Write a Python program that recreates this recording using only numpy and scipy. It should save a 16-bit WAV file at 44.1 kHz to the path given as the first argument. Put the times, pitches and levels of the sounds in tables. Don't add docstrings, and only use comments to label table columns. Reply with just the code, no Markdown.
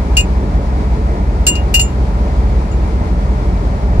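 import sys
import numpy as np
from scipy import signal
from scipy.fft import rfft, irfft, next_fast_len
from scipy.io import wavfile
from scipy.ndimage import uniform_filter1d, minimum_filter1d, map_coordinates

SR = 44100
rng = np.random.default_rng(int(sys.argv[2]) if len(sys.argv) > 2 else 0)


def wav_out(sig):
    wavfile.write(sys.argv[1], SR, np.round(np.clip(np.atleast_2d(sig).T, -1, 1) * 32767).astype(np.int16))


N = 176400
T = np.arange(N) / SR

# t/s, low modes/dB, high modes/dB, clash/dB, clash t60/s, free ringing/s,
# favoured f/Hz, its boost/dB
CONTACTS = [(0.1682, -4, -7.5, -6, 0.1, 0.034, 2524, 5.5), (.1925, -30, -15.5, -21, .06, 0.053, 2524, 27),
            (.2072, -20, -20, -14, .03, .005, 7600, 9), (1.4668, -7, -2.5, -2.5, 0.077, .17, 7600, 5.5),
            (1.474, -30, -7.5, -2, 0.067, .02, 7600, 11), (1.486, -30, -15, -12, .06, .09, 7600, 5),
            (1.5535, -19.5, -27.5, -18.5, 0.094, 0.049, 2524, 7),
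            (1.7408, -3, -6, -3, 0.11, 0.068, 13700, 14), (1.7943, -10.5, -9.5, -10, 0.12, 0.023, 13700, 5),
            (1.811, -24.5, -11.5, -24, 0.11, 0.13, 7180, 10), (2.715, -44, -41, -48, .09, .08, 6870, 11)]


def amp(db):
    return 10 ** (np.asarray(db) / 20)


def unit(x):
    return x / np.sqrt(np.mean(x ** 2) + 1e-20)


def along(points, hz):
    f, v = np.transpose(points)
    return np.interp(np.log(hz + 1), np.log(f + 1), v)


def sides(difference):
    return np.array([[.5], [-.5]]) * difference


def wobble(knots_per_s):
    return map_coordinates(rng.standard_normal(4096), [T * knots_per_s + 2], mode="mirror")


def filtered(x, response):
    edge = SR // 4
    padded = np.pad(x, [(0, 0)] * (x.ndim - 1) + [(edge, edge)], mode="reflect", reflect_type="odd")
    m = next_fast_len(N + 2 * edge)
    return irfft(rfft(padded, m) * response(np.fft.rfftfreq(m, 1 / SR)), m)[..., edge:edge + N]


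def noise(spectrum, channels):
    white = rng.standard_normal((channels, N))
    return unit(filtered(white, lambda hz: amp(along(spectrum, hz))))


def air():
    # f/Hz, relative density/dB
    spectrum = [(100, -2), (300, -5), (600, -1.5), (970, 2), (1120, -6.5), (1300, -6), (1550, -12.5),
                (2250, -13), (2900, -19.5), (4500, -20), (7000, -26.5), (10000, -34), (12200, -41),
                (14500, -60)]
    # f/Hz, L-R/dB
    balance = [(200, -8.5), (900, 4), (2000, 5), (5000, 0.5), (7000, 0.5), (9500, -4.5), (13000, -11.5)]
    wash = filtered(noise(spectrum, channels=2), lambda hz: amp(sides(along(balance, hz))))
    return amp(-30.5 + .65 * wobble(18)) * wash


def throbbing(x, shaft_hz=5.61):
    # f/Hz, depth/dB, phase/turns
    bands = [(70, .5, .15), (125, 1.3, .15), (200, 1.3, .72), (290, 2.2, .45), (440, 2.2, .45),
             (650, 1.4, .05)]
    out = np.zeros(N)
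    for weights, (_, depth_db, turn) in zip(np.eye(len(bands)), bands):
        shape = [(row[0], weight) for row, weight in zip(bands, weights)]
        swell = amp(depth_db * np.cos(2 * np.pi * (shaft_hz * T - turn)))
        out += filtered(x, lambda hz: along(shape, hz)) * swell
    return out


def engine():
    # f/Hz, relative density/dB
    spectrum = [(15, -26), (26, -11), (40, -4), (70, -1), (92, -1.5), (112, -6), (190, -6), (270, -12.5),
                (420, -13.5), (490, -18), (600, -17), (980, -23.5), (1100, -27.5), (2300, -36.5),
                (4000, -84)]
    # f/Hz, rms level/dB
    tones = [(47.5, -18), (50.2, -27.5), (53, -39), (58.5, -22.5), (63.9, -17), (81.3, -30), (86.1, -28.5),
             (128.6, -29.5), (146.7, -43), (175.6, -33), (192.3, -34.5), (212.8, -36.5), (240, -42.5),
             (288, -42), (312.6, -40), (405, -53), (437, -39.5), (582, -42.5), (707, -49), (840, -55),
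             (990, -56)]
    # f/Hz, share of max_lag_s
    lag_share = [(60, 1), (250, 0.64), (550, 0.37), (1000, 0.93)]
    max_lag_s = .00043
    flutter_db = 1.05 * wobble(14)
    out = amp(-20 + flutter_db) * throbbing(noise(spectrum, channels=1)[0])
    for hz, db in tones:
        drift_rad = .3 * np.sqrt(hz / tones[0][0]) * wobble(1.4)
        peak = np.sqrt(2) * amp(db + wobble(3.25))
        out += peak * np.sin(2 * np.pi * (hz * T + rng.random()) + drift_rad)
    return filtered(out, lambda hz: np.exp(-2j * np.pi * hz * sides(max_lag_s * along(lag_share, hz))))


def after_ring(x, level_db=-50, t60_s=.4):
    tail = rng.standard_normal((2, SR)) * amp(-60 * T[:SR] / t60_s)
    return amp(level_db) * signal.fftconvolve(x, tail / np.linalg.norm(tail[0]), axes=1)[:, :N]


def clash():
    # f/Hz, relative density/dB
    spectrum = [(500, -26), (1400, -5), (2300, -3), (2800, 5.5), (3200, -6), (4600, 5.5), (6200, 2.5),
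                (7400, 2.5), (8800, 0), (11000, 0.5), (13000, 0.5), (15200, -9), (16000, -33)]
    level_db, pan_db, attack_s = -6, 1, .0008
    crack_db, crack_t60_s = -3, .01
    top_hz, top_exponent = 8000, 2.4
    body_power, top_power = np.zeros(N), np.zeros(N)
    for start_s, _, _, db, t60_s, *_ in CONTACTS:
        age_s = np.maximum(T - start_s, 0)
        decay = amp(-60 * age_s / t60_s)
        crack = amp(crack_db - 60 * age_s / crack_t60_s)
        power = (1 - np.exp(-age_s / attack_s)) * (decay ** 2 + crack ** 2)
        body_power += amp(db) ** 2 * power
        top_power += amp(top_exponent * db) ** 2 * power
    bright = noise(spectrum, channels=2)
    body = filtered(bright, lambda hz: 1 / (1 + (hz / top_hz) ** 6))
    top = bright - body
    return amp(level_db + sides(pan_db)) * (np.sqrt(body_power) * body + np.sqrt(top_power) * top)


def ring():
    # f/Hz, level/dB, t60/s, L-R/dB
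    modes = [(2524, -18, .2, -7), (2814, 0, .26, 7), (6868, -8, .15, -8), (7180, -9, .15, -7),
             (7600, -6, .13, -4), (13700, -24, .11, -7), (3812, -28, .16, -1), (4614, -13, .09, -4),
             (6300, -18, .06, 0), (7510, -16, .11, 0), (7680, -16, .1, -4), (8441, -18, .06, 7),
             (12330, -20, .06, -4), (12500, -21, .06, -4), (14880, -24, .09, -7), (2000, -27, .1, 6),
             (9566, -21, .09, -7), (9750, -46, .6, -3), (11005, -21, .07, -5), (11800, -46, .5, -4),
             (12900, -50, .5, -4), (15270, -25, .04, 0)]
    low_below_hz, boost_width_hz = 5500, 50
    attack_s, choke_db_per_s, mic_lag_s = .0012, 850, .000095
    out, t = np.zeros((2, N)), np.arange(SR // 2) / SR
    for hz, db, t60_s, pan_db in modes:
        power, kicks_rad = np.zeros(N + SR), np.zeros(N)
        for start_s, low_db, high_db, _, _, free_s, favoured_hz, boost_db in CONTACTS:
            start = round(start_s * SR)
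            level_db = db + (low_db if hz < low_below_hz else high_db)
            level_db += boost_db * np.exp(-((hz - favoured_hz) / boost_width_hz) ** 2)
            choke_db = choke_db_per_s * np.maximum(t - free_s, 0)
            envelope = amp(level_db - 60 * t / t60_s - choke_db) * (1 - np.exp(-t / attack_s))
            power[start:start + len(t)] += envelope ** 2
            kicks_rad[start] = .25 * rng.standard_normal()
        jitter_rad = .044 * unit(uniform_filter1d(rng.standard_normal(N), size=120))
        cycles = hz * (T - sides(mic_lag_s)) + rng.random()
        phase = 2 * np.pi * cycles + jitter_rad + np.cumsum(kicks_rad)
        out += amp(sides(pan_db)) * np.sqrt(power[:N]) * np.sin(phase)
    return out


def scene():
    clinks = ring() + clash()
    return clinks + after_ring(clinks) + engine() + air()


def limited(x, ceiling_db, hold_s=.005, smooth_s=.002):
    needed = np.minimum(1, amp(ceiling_db) / (np.abs(x).max(axis=0) + 1e-9))
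    held = minimum_filter1d(needed, int(hold_s * SR))
    return x * uniform_filter1d(held, int(smooth_s * SR))


def record(dry):
    split_hz, cutoff_hz, full_scale = 1500, 16300, .97
    bass = filtered(dry, lambda hz: 1 / (1 + (hz / split_hz) ** 4))
    mix = bass + limited(dry - bass, ceiling_db=1)
    rounded = mix / (1 + np.abs(mix / full_scale) ** 8) ** (1 / 8)
    return filtered(rounded, lambda hz: hz < cutoff_hz)


dry = scene()
out = record(dry)
wav_out(out)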